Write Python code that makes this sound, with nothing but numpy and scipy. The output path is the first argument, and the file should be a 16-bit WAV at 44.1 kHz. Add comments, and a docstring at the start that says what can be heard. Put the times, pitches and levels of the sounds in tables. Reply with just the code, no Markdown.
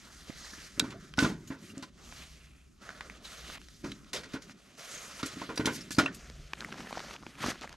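"""Tent pitched on snow: someone in a stiff jacket piles sticks on a sheet-metal stove; sticks knock, roll, drop.
Then, outside and straight ahead, a stuffed bag is picked up, crinkles and is set down in the snow.
Jacket, bag and snow rustle as dense noise grains; wood and creases are noise bursts that strike rings;
stove and soft bumps are struck modes. Boots shift over a low rumble, dull air noise and a faint wavering hum."""
import sys
import numpy as np
from scipy import signal
from scipy.fft import rfft, irfft
from scipy.io import wavfile

SR = 44100
rng = np.random.default_rng(int(sys.argv[2]) if len(sys.argv) > 2 else 0)


def wrap_up_sound(samples):
    """Save the sound to the file named by the first command line argument, as 16-bit audio."""
    columns = np.atleast_2d(samples).T
    # keep every value between -1 and 1, then stretch to whole-number steps
    tamed = np.clip(columns, -1, 1)
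    steps = np.round(tamed * 32767).astype(np.int16)
    wavfile.write(sys.argv[1], SR, steps)


N = 342216
AHEAD_FROM_S, BAG_FROM_S = 6.14, 6.5   # sound centred and narrower; bag creases start


def amp(db):
    """dB to gain."""
    return 10 ** (np.asarray(db) / 20)


def rms_one(x):
    """Scale to rms 1."""
    return x / np.sqrt(np.mean(x ** 2) + 1e-20)


def at_hz(points, hz):
    """Read a spectrum on a log-frequency axis."""
    return np.interp(np.log(hz), np.log(np.array(points)[:, 0]), np.array(points)[:, 1])


def bins_hz(size):
    """FFT bin frequencies, DC raised to 1 Hz."""
    return np.maximum(np.fft.rfftfreq(size, 1 / SR), 1)


def colour(x, spectrum):
    """Shape the spectrum along the last axis."""
    size = x.shape[-1]
    return irfft(rfft(x) * amp(at_hz(spectrum, bins_hz(size))), size)


def coloured_noise(spectrum, shape):
    """Steady shaped noise, rms 1."""
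    return rms_one(colour(rng.standard_normal(shape), spectrum))


def highpass(x, hz):
    """Second-order low cut."""
    return signal.sosfilt(signal.butter(2, hz, "high", fs=SR, output="sos"), x)


def in_time(rows):
    """Columns of a curve table, one value a sample."""
    s, *columns = np.transpose(rows)
    return [np.interp(np.arange(N) / SR, s, c) for c in columns]


def drift(rate_hz):
    """Slow chance of spread 1: noise through two equal poles, run at SR / 40."""
    r = np.exp(-80 * np.pi * rate_hz / SR)
    noise = rng.standard_normal(N // 40 + 2002)
    slow = signal.lfilter([1], [1, -2 * r, r * r], noise)[2000:]
    return np.interp(np.arange(N) / 40, np.arange(len(slow)), rms_one(slow))


def ring(clicks, hz, t60_s):
    """Two-pole resonator: a unit click starts a decaying sine of initial height 1."""
    r, w = amp(-60 / (t60_s * SR)), 2 * np.pi * hz / SR
    return signal.lfilter([0, np.sin(w)], [1, -2 * r * np.cos(w), r * r], clicks + 1e-18)


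def grains(per_s, spread_db):
    """Random slips of uneven size and sign; rms 1."""
    sizes = amp(spread_db * np.minimum(rng.exponential(1, N), 5))
    signs = rng.choice([-1, 1], N)
    return rms_one(sizes * signs * (rng.random(N) < per_s / SR))


def add(out, s, sound, peak_db):
    """Mix a short sound in at time s, scaled to the peak of its first row."""
    i = int(s * SR)
    scaled = amp(peak_db) * sound / np.abs(sound[0]).max()
    out[:, i:i + sound.shape[1]] += scaled[:, :N - i]


# dull steady noise, opposite in the two channels: f/Hz, relative density/dB
AIR_SPECTRUM = [(24, -49), (40, -22), (196, -9), (235, -3), (301, -7), (900, -20), (1980, -120)]


def air():
    """Dull noise whose level drifts."""
    level_db = -74.5 + 2.0 * drift(6)
    return amp(level_db) * coloured_noise(AIR_SPECTRUM, N)


# faint wavering hum: t/s, f/Hz, level/dB
HUM_CURVE = [(0.0, 212, -68), (0.2, 234, -72), (0.35, 175, -67), (0.55, 191, -68), (0.75, 256, -76),
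             (1.6, 255, -74), (1.8, 229, -69), (2.35, 227, -76), (2.9, 257, -74), (3.3, 248, -71),
             (3.45, 220, -72), (3.75, 213.7, -73), (4.1, 167, -65), (4.33, 191, -69), (4.45, 164, -69),
             (4.55, 162.5, -84), (5.1, 166, -83), (5.3, 165, -110)]


def hum():
    """A narrow, rough tone: slow noise carried on a gliding pitch."""
    hz, level_db = in_time(HUM_CURVE)
    phase = 2 * np.pi * np.cumsum(hz) / SR
    return amp(level_db) * (drift(24) * np.sin(phase) + drift(22) * np.cos(phase))


# low rumble course: t/s, level/dB
RUMBLE_CURVE = [(0.0, -64), (0.5, -58.5), (0.85, -64), (1.35, -56), (1.7, -69), (2.05, -55), (2.4, -58.5),
                (2.95, -57.5), (3.2, -62), (3.7, -57), (4.2, -62.5), (4.75, -72.5), (5.4, -61), (6.1, -62),
                (6.4, -50), (6.6, -64), (7.3, -65), (7.76, -56.5)]
# low rumble spectrum: f/Hz, relative density/dB
RUMBLE_SPECTRUM = [(11, -40), (18, -5), (65, 10.5), (82, -6), (130, -6), (157, 2.5), (200, -31), (260, -60),
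                   (440, -120)]


def rumble():
    """Low shaped noise follows a level curve with slow drift."""
    level_db = in_time(RUMBLE_CURVE)[0] + 2.0 * drift(1.5)
    return amp(level_db) * coloured_noise(RUMBLE_SPECTRUM, (2, N))


# movements of jacket, pile, bag and boots:
# t/s, length/s, rustle start level/dB, rustle end level/dB, brightness/(dB/octave), low weight level/dB
MOVEMENTS = [(0.0, 0.39, -56.5, -53.5, -1.5, -63), (0.376, 0.44, -49, -55, -1, -62),
             (0.777, 0.21, -49, -58.5, -3.5, -48), (1, 0.25, -59, -64, -2, -62),
             (1.204, 0.14, -34.5, -54.5, -2.5, -42), (1.354, 0.2, -65.5, -63, -0.5, -53.5),
             (1.591, 0.13, -62.5, -54.5, -0.5, -56.5), (1.75, 0.14, -56, -59, -3.5, -60),
             (1.87, 0.17, -70, -57, -2.5, -65), (2.047, 0.19, -54.5, -51, -1, -60.5),
             (2.244, 0.6, -56.5, -78.5, -0.5, -69.5), (2.819, 0.41, -51.5, -57.5, -3.5, -60),
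             (3.243, 0.31, -49.5, -50.5, -1, -63), (3.6, 0.22, -62, -61, 0.5, -64.5),
             (3.846, 0.072, -47, -58, -2.5, -47), (3.916, 0.29, -56.5, -64, -2.2, -59),
             (4.146, 0.13, -45.5, -61, -7, -56), (4.29, 0.065, -57.5, -49.5, -2, -73),
             (4.421, 0.1, -57.5, -54.5, -2, -57), (4.545, 0.21, -63, -58.5, -3, -66.5),
             (4.783, 0.43, -46.5, -47.5, -2, -63.5), (5.259, 0.082, -43.5, -46.5, -3, -55),
             (5.363, 0.19, -48.5, -54.5, -3, -57), (5.603, 0.16, -74, -46, 3, -42),
             (5.777, 0.21, -49, -66.5, -2.5, -55.5), (6, 0.12, -31.5, -56, -7, -47.5),
             (6.128, 0.71, -55.5, -60, -2.5, -65.5), (6.584, 0.13, -52.5, -53.5, -4, -54.5),
             (6.726, 0.15, -52.5, -50.5, -3.5, -53), (6.891, 0.27, -47.5, -49.5, -3, -58),
             (7.186, 0.31, -59, -57, -2.5, -57), (7.381, 0.03, -50.5, -47, -3.5, -67),
             (7.421, 0.087, -40, -36, -2.5, -46), (7.545, 0.077, -50.5, -59, -3, -57),
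             (7.627, 0.025, -43.5, -49.5, -5, -61), (7.671, 0.068, -60, -57.5, -3.5, -65)]
ONSET_DB_PER_S, STOP_DB_PER_S, WEIGHT_FADE_DB_PER_S = 903, 698, 167
STILL_RUSTLE_DB, STILL_WEIGHT_DB = -72, -74.5   # floor between movements


def movements():
    """Rustle level, brightness, low weight: each movement sets in, glides, stops; overlaps add in power."""
    t = np.arange(0, N + 32, 32) / SR
    s, length_s, start_db, end_db, bright_db, weight_db = np.transpose(MOVEMENTS)[:, :, None]
    early, late = np.maximum(s - t, 0), np.maximum(t - s - length_s, 0)
    glide_db = start_db + (end_db - start_db) * np.clip((t - s) / length_s, 0, 1)
    onset_db = ONSET_DB_PER_S * early
    rustling = amp(glide_db - onset_db - STOP_DB_PER_S * late) ** 2
    weighing = amp(weight_db - onset_db - WEIGHT_FADE_DB_PER_S * late) ** 2
    total = rustling.sum(axis=0) + amp(STILL_RUSTLE_DB) ** 2
    weight = weighing.sum(axis=0) + amp(STILL_WEIGHT_DB) ** 2
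    brightness = (rustling * bright_db).sum(axis=0) / total   # power-weighted
    return in_time(np.transpose([t, 10 * np.log10(total), brightness, 10 * np.log10(weight)]))


# low weight of movements: f/Hz, relative density/dB
WEIGHT_SPECTRUM = [(53, -57), (90, 0.5), (194, 7.5), (265, 4), (410, -2.5), (497, -38), (586, -10.5),
                   (800, -65), (1040, -60), (1760, -120)]


def low_weight(level_db):
    """Low noise under each movement, with an unsteady level."""
    return amp(level_db + 2.74 * drift(20.4)) * coloured_noise(WEIGHT_SPECTRUM, (2, N))


# fabric and snow: f/Hz, relative density/dB
RUSTLE_SPECTRUM = [(180, -27), (300, 6), (468, -8), (685, -7), (877, -13.5), (1300, -1.5), (1590, -4.5),
                   (1940, -3), (2320, -4.5), (2980, -3.5), (5660, -4), (6360, -3), (9450, -12),
                   (12100, -16.5), (13800, -26.5), (15500, -62)]


def rustle(level_db, bright_db):
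    """Fabric and snow slip in dense grains; each half octave swells and fades a little."""
    slips = np.array([grains(9000, 3.3), grains(8300, 2.4)]) + 1.03 * rng.standard_normal((2, N))
    source = colour(slips, RUSTLE_SPECTRUM)
    edges_hz = 400 * 2 ** np.arange(0, 5.6, .5)
    together, plain, out = drift(13.8), 0, 0
    for k, (low, high) in enumerate(zip(edges_hz, edges_hz[1:])):
        bandpass = signal.butter(2, [low, high], "band", fs=SR, output="sos")
        band = (-1) ** k * signal.sosfilt(bandpass, source)
        octaves = np.log2(np.sqrt(low * high) / 2500)
        flutter_db = 1.4 * together + 1.7 * drift(12) + 1.5 * drift(1.5)
        plain = plain + band
        out = out + band * amp(bright_db * octaves + flutter_db)
    return amp(level_db) * out / plain.std()


# cloth folds giving a rustle a passing pitch: t/s, length/s, f/Hz, width/Hz, level/dB
FOLDS = [(0.0, 0.16, 1520, 400, -59.5), (0.371, 0.27, 1820, 400, -56), (0.383, 0.2, 5200, 900, -57),
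         (0.597, 0.092, 4760, 780, -56.5), (2.178, 0.092, 3870, 700, -56.5),
         (2.279, 0.47, 2580, 497, -67.5), (2.821, 0.13, 1660, 400, -56), (3.237, 0.051, 3830, 500, -52),
         (3.433, 0.18, 2540, 1500, -48.5), (3.388, 0.11, 1250, 251, -60), (4.774, .12, 4120, 400, -68),
         (4.896, 0.19, 6500, 500, -51)]


def folds():
    """Rough noise through one resonance, swelling and fading over the length of the fold."""
    out = np.zeros((2, N))
    for s, length_s, hz, width_hz, level_db in FOLDS:
        i, size = int(max(s, 0) * SR), int(length_s * SR)
        rough = np.repeat(amp(4.3 * rng.standard_normal(50)), SR // 100)   # new level each 10 ms
        noise = rough * rng.standard_normal((2, SR // 2))
        t60_s = np.log(1000) / np.pi / width_hz
        tone = rms_one(ring(noise, hz, t60_s))[:, :size]
        out[:, i:i + size] += amp(level_db) * tone * np.sqrt(np.hanning(size))
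    return out


def crackle(rustle_db):
    """Stiff bag creases pop at random, each ringing a few cycles at one of 14 pitches."""
    pops = grains(1100, 5.8) * amp(3.5 * drift(25))
    pitches_hz = np.geomspace(750, 4500, 14)
    dealt = rng.integers(0, len(pitches_hz), (2, N))
    rings = 0
    for k, hz in enumerate(pitches_hz):
        rings = rings + ring(pops * (dealt == k), hz, 9.6 / hz) * amp(-1.5 * np.log2(hz / 1500))
    handled = np.arange(N) > BAG_FROM_S * SR
    return amp(rustle_db - 4.5) * handled * rms_one(rings)


def thuds(events, body, contact_s, low_hz):
    """A short soft contact strikes every mode of the body anew; what rests on it damps the ring."""
    out, t = np.zeros((2, N)), np.arange(10000) / SR
    push = np.sin(np.pi * np.minimum(t / contact_s, 1))
    for s, peak_db, damping in events:
        keep = 1.5 - np.clip(damping, 0, 1.2)
        modes = np.array([amp(db) * ring(push, hz, t60_s * keep) for hz, db, t60_s in body])
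        strength = amp(2.5 * rng.standard_normal((2, len(body))))
        # weak side row, random sign per mode: low thuds nearly alike in both channels
        strength[1] *= amp(-10) * rng.choice([-1, 1], len(body))
        add(out, s, strength @ modes, peak_db)
    return highpass(out, low_hz)


# soft bag and snow modes: f/Hz, relative level/dB, t60/s at damping 0.5
SOFT_MODES = [(69, -8, 0.053), (248, 19.5, 0.038), (309, 11.5, 0.068), (597, 12, 0.013)]
# boot and bag on snow: t/s, peak level/dB before low cut, damping 0-1
BUMPS = [(0.581, -43, 1), (6.723, -38, 0), (6.797, -35, 0), (6.927, -38, 0), (7.226, -44, 0.7),
         (7.265, -36.5, 0.1), (7.443, -25, 0), (7.46, -26.5, 0), (7.484, -22.5, 0.6), (7.518, -41, 0.9),
         (7.614, -39.5, 0.3)]


def soft_bumps():
    """Boot and bag strike the heavily damped soft modes."""
    return thuds(BUMPS, SOFT_MODES, contact_s=0.00044, low_hz=50.3)


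# bump close on the right: t/s, peak level/dB before low cut and pan, damping 0-1
NEAR_BUMPS = [(0.297, -31.5, 1)]


def near_bump():
    """One soft bump, the same wave in both channels, 10 dB weaker on the left."""
    bump = thuds(NEAR_BUMPS, SOFT_MODES, contact_s=0.0012, low_hz=40)[0]
    return bump * amp([[-5], [5]])


# splintery contact: f/Hz, relative density/dB
CRACK_SPECTRUM = [(260, -12), (450, -8), (802, -14), (972, 0.5), (1270, -15), (1410, 7.5), (1730, -4.5),
                  (1920, 0.5), (3130, -2.5), (4210, -2.5), (6100, -6), (12100, -24), (15500, -42)]


def cracks(events, cycles, rise_s, uneven_db):
    """Splintery contacts die away and strike the piece's own rings, which fall 60 dB in some cycles."""
    out, t = np.zeros((2, N)), np.arange(8192) / SR
    octaves = np.log2(np.clip(np.fft.rfftfreq(len(t), 1 / SR), 300, None) / 2500)
    for s, peak_db, hz, t60_s, bright_db, share in events:
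        contacts = np.repeat(amp(uneven_db * rng.standard_normal(64)), 128)   # uneven separate touches
        contacts[:128] = contacts[:512].max()   # firm first touch
        noise = contacts * rng.standard_normal((2, len(t)))
        decay = amp(-60 * t / np.clip(t60_s, .004, .5)) * np.minimum(t / rise_s, 1)
        spectrum = rfft(colour(noise, CRACK_SPECTRUM)) * amp(bright_db * octaves)
        wide = rms_one(decay * irfft(spectrum, len(t)))
        blow = noise * decay ** 1.5
        tuned = rms_one(ring(ring(blow, hz, 3.5 / hz), hz, cycles / hz))   # cascade: steep flanks
        further = 0
        for f in hz * 2 ** rng.uniform(-0.26, 1.057, 4):   # uneven piece: unrelated further rings
            gain = amp(min(bright_db, 0) * np.log2(f / hz))
            further = further + ring(blow, min(f, 12000), cycles / f) * gain
        share = np.clip(share, 0, 1)
        ringing = tuned + .45 * rms_one(further)
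        add(out, s, share * ringing + (1 - share) * wide, peak_db)
    return highpass(out, 220)


# dry single ticks of twigs, bag creases, snow crust:
# t/s, peak level/dB before low cut, ring f/Hz, brightness/(dB/octave), ringing share 0-1
TICKS = [(0.3032, -34, 1160, -8.5, 0), (0.7956, -12, 3900, 9, 0.32), (0.7983, -8.5, 4430, 10, 0.76),
         (1.138, -33.5, 3200, 5, 0.7), (1.779, -35.5, 7560, -10, 0.53), (2.1243, -35.5, 1410, -5.5, 0),
         (2.8907, -28, 1670, 0, 0.7), (2.904, -34, 1730, -1, 0.6), (3.0078, -28, 2440, 11, 0.94),
         (3.0981, -31, 2420, 3, 0.7), (3.499, -35, 1330, -13, 1), (3.615, -40.5, 3000, 5, 0.6),
         (3.685, -40, 3030, 0, 0), (3.895, -42, 3800, 0, 0.4), (4.045, -49, 2610, 1, 0.5),
         (4.4953, -38, 1740, 14, 0.9), (6.2987, -34, 560, -1, 0.46), (6.5335, -20.5, 2350, 20, 1),
         (6.554, -42, 3700, 8, 1), (6.572, -49, 2000, -6, 0.5), (6.606, -28, 4740, 2.5, 0.65),
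         (6.615, -33, 1740, 2, 0.7), (6.632, -36, 1520, 3, 1), (6.6462, -26, 2300, 9, 0.8),
         (6.689, -45, 1700, -4, 0.7), (6.7217, -34.5, 2120, -2, 0.63), (6.725, -29, 2320, -5, 0.1),
         (6.742, -36, 1600, -17, 0.6), (6.782, -35, 1464, -5, 0), (6.8047, -30, 1510, -5, 0),
         (6.831, -43, 2820, -2, 0.5), (6.87, -34, 1860, -17, 1), (6.908, -34, 1000, -5, 0.9),
         (6.927, -23.5, 1320, -2.5, 0.42), (6.9779, -29, 1200, -4, 0.4), (6.993, -30.5, 5000, -1, 0.2),
         (7.0026, -32, 1150, -2.5, 0.4), (7.046, -35, 3500, -4, 0.1), (7.083, -38, 1420, 3, 0.8),
         (7.1093, -31, 2190, -5.5, 0), (7.139, -34.5, 4823, -9, 0.55), (7.1633, -34.5, 3460, 2, 0.7),
         (7.226, -40, 1800, -6, 0.1), (7.2655, -29, 1410, -6.5, 0.1), (7.4332, -25.5, 1280, -15, 0.5),
         (7.4402, -22, 1210, -5, 0.76), (7.4621, -22.5, 1500, 4, 0.5), (7.472, -28, 3560, 5, 0),
         (7.5178, -27.5, 1740, -8, 1), (7.556, -36, 2200, -4, 0.3), (7.611, -38, 5500, 3, 0),
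         (7.6183, -29.5, 2800, -1, 0.54), (7.654, -39, 1986, -3.5, 0), (7.675, -34.5, 2130, 9, 0.8),
         (7.693, -38, 2000, -0.5, 0), (7.727, -37.5, 3720, -0.5, 0.2)]


def dry_ticks():
    """Very short cracks with rings of few cycles."""
    t60_s = 0.011
    events = [(s, db, hz, t60_s, bright_db, share) for s, db, hz, bright_db, share in TICKS]
    return cracks(events, cycles=7.5, rise_s=0.00074, uneven_db=1.5)


# sticks clattering and scraping on the pile:
# t/s, peak level/dB before low cut, ring f/Hz, t60/s, brightness/(dB/octave), ringing share 0-1
CLATTERS = [(0.805, -30, 1480, 0.15, -17, 0.4), (0.838, -36, 1000, 0.2, -1.5, 0.5),
            (0.904, -40, 2800, 0.07, 2, 0.46), (0.92, -37, 1400, 0.057, -4, 0.27),
            (0.94, -42, 687, 0.084, -17, 0.52), (1.173, -30.5, 5400, 0.089, 0, 0.5),
            (1.1801, -19.5, 1504, 0.1, 2.5, 0.9), (1.1875, -15, 5150, 0.029, -1.5, 0.37),
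            (1.2005, -33.5, 1040, 0.08, 3, 0.9), (1.2262, -24, 1020, 0.2, -1, 0.3),
            (1.246, -19.5, 1185, 0.1, -6, 0.26), (1.262, -23.5, 805, 0.093, -17, 0),
            (1.283, -33, 1010, 0.32, -9, 0.3), (1.4728, -42.5, 7040, 0.24, 2, 0.52),
            (1.503, -35.5, 1440, 0.25, -7, 0.33), (1.698, -44, 2820, 0.08, -2, 0.8),
            (1.8245, -34.5, 1020, 0.09, 0, 0.38), (3.8422, -29.5, 1440, 0.18, -9, 0.22),
            (3.9166, -31.5, 4010, 0.028, 2.5, 0.59), (4.131, -24.5, 1406, 0.21, 3, 0.14),
            (4.1594, -29, 3830, 0.14, 0, 0.4), (4.233, -37.5, 1490, 0.19, -1, 0.14),
            (4.3337, -33, 1420, 0.15, -1, 0), (4.3492, -31.5, 1450, 0.16, -8.5, 0.25),
            (4.42, -42.5, 6900, 0.1, 2, 0.4), (5.192, -35, 1300, 0.14, -5, 0),
            (5.2281, -24.5, 1410, 0.14, -0.5, 0.43), (5.2585, -27, 7770, 0.09, 9, 0.4),
            (5.4149, -27.5, 1110, 0.1, -9, 0.26), (5.491, -27, 1445, 0.19, -9.5, 0.16),
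            (5.556, -36.5, 1580, 0.32, 7, 0.2), (5.5738, -24.5, 4820, 0.05, -6, 0.43),
            (5.5745, -27.5, 5720, 0.043, 13, 1), (5.575, -31, 2700, 0.034, -2, 1),
            (5.597, -26, 1630, 0.15, -7, 0.13), (5.647, -28, 1500, 0.054, -7, 0.2),
            (5.656, -16.5, 3600, 0.096, 4, 0.32), (5.6693, -19.5, 1458, 0.2, -7.5, 0.25),
            (5.8072, -37.5, 5450, 0.044, 10, 1), (5.8132, -37, 5350, 0.079, 10, 1),
            (5.906, -29, 1720, 0.07, 5.5, 0.39), (5.916, -29.5, 4870, 0.17, 9, 0.24),
            (5.9463, -33.5, 4570, 0.059, 8, 0.85), (5.966, -40, 4800, 0.035, 17, 0.7),
            (5.984, -10.5, 1440, 0.11, 1.5, 0.57), (5.9991, -22, 1390, 0.073, -9.5, 0),
            (6.0575, -24, 1445, 0.065, -2.5, 0.77), (6.059, -18, 2740, 0.016, 4.5, 0.82),
            (6.074, -31.5, 1790, 0.12, 0, 0.84), (6.145, -34.5, 2650, 0.087, 13, 0.22)]


def stick_clatter():
    """Longer cracks with rings of many cycles."""
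    return cracks(CLATTERS, cycles=63.0, rise_s=0.0022, uneven_db=1.5)


# stove panel modes: f/Hz, relative level/dB, t60/s at damping 0.5
STOVE_MODES = [(100, -26, 0.1), (147.2, -12.5, 0.18), (210, -7.5, 0.055), (272.3, 3, 0.12), (314, 0, 0.11),
               (402, -4, 0.046), (560, -10, 0.19), (660, -10, 0.12), (1100, -12.5, 0.055),
               (1146, 9.5, 0.43), (1440, -22, 0.073), (1880, -21, .08)]
# sticks landing on the stove: t/s, peak level/dB before low cut, damping 0-1
STOVE_THUDS = [(0.777, -32, 0), (0.824, -23.5, 0.75), (0.844, -26, 0.7), (1.1815, -17.5, 0.26),
               (1.193, -25, 0.3), (1.2245, -12, 0.7), (1.245, -13.5, 0.9), (1.285, -47, 0.8),
               (1.321, -29.5, 1), (1.503, -26, 0.3), (1.736, -38.5, 0.6), (1.772, -31, 0),
               (1.825, -37, 0.2), (3.84, -29, 0), (3.9, -32.5, 0.4), (4.135, -40.5, 0.25),
               (4.34, -24.5, 0.6), (5.232, -22.5, 0.84), (5.258, -34, 0.8), (5.368, -32.5, 0.7),
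               (5.415, -32, 0.1), (5.49, -31.5, 0.1), (5.595, -17, 1), (5.656, -21, 1), (5.674, -20, 0.5),
               (5.709, -27.5, 0.8), (5.781, -34, 0.56), (5.907, -31.5, 1), (5.983, -10, 0.46),
               (6.004, -23, 0.2), (6.029, -23.5, 0)]


def stove_thuds():
    """Landing sticks strike the sheet-metal modes."""
    return thuds(STOVE_THUDS, STOVE_MODES, contact_s=0.001337, low_hz=85.5)


def tent(x):
    """Canvas walls over snow return a short, dull, diffuse tail."""
    t = np.arange(8000) / SR
    noise = rng.standard_normal(8000) * amp(-60 * t / 0.066) * (t > .004)   # t60 66 ms, 4 ms gap
    tail = signal.lfilter([.4], [1, -.6], noise)
    return amp(-17) * signal.fftconvolve(x, [tail / np.linalg.norm(tail)], axes=1)[:, :N]


# stove side, phase by which left leads: f/Hz, phase/rad
LEAD = [(60, 0), (330, -0.05), (690, -0.4), (1120, -0.25), (3190, -0.9), (3880, -0.5), (5680, -0.3),
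        (10900, 0.1)]
# stove side, left minus right: f/Hz, level/dB
TILT = [(60, 0.5), (300, -0.5), (550, -1), (1100, -2.5), (2200, -0.5), (4500, -1.3), (9000, 0.5)]
# side gain before AHEAD_FROM_S: f/Hz, gain/dB
WIDTH = [(60, -31), (150, -33), (380, -18.5), (950, -17.5), (2380, -12.5), (5980, -11), (15000, -5.5)]


def place(middle, side):
    """Left and right: the right channel mostly leads at the stove; later the middle is centred."""
    ahead = np.arange(N) > AHEAD_FROM_S * SR
    hz = bins_hz(N)
    turn = np.exp(.5j * at_hz(LEAD, hz)) * amp(at_hz(TILT, hz) / 2)
    stove_side = irfft(rfft(middle * ~ahead) * np.array([turn, 1 / turn]), N)
    difference = colour(side, WIDTH) * amp(-8 * ahead) + hum() + air()   # 8 dB narrower when ahead
    return stove_side + middle * ahead + difference * [[1], [-1]]


def scene():
    """Sum the layers as two rows: what the channels share, and their difference; then place them."""
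    rustle_db, bright_db, weight_db = movements()
    handling = low_weight(weight_db) + rustle(rustle_db, bright_db) + folds() + crackle(rustle_db)
    hits = soft_bumps() + dry_ticks() + stick_clatter() + stove_thuds()
    inside = np.arange(N) < AHEAD_FROM_S * SR
    middle, side = rumble() + handling + hits + tent(hits * inside)
    return place(middle, side) + near_bump()


def record(dry):
    """Steep top cut at 16.1 kHz."""
    return signal.sosfilt(signal.cheby2(12, 70, 16100, fs=SR, output="sos"), dry)


dry = scene()
out = record(dry)
wrap_up_sound(out)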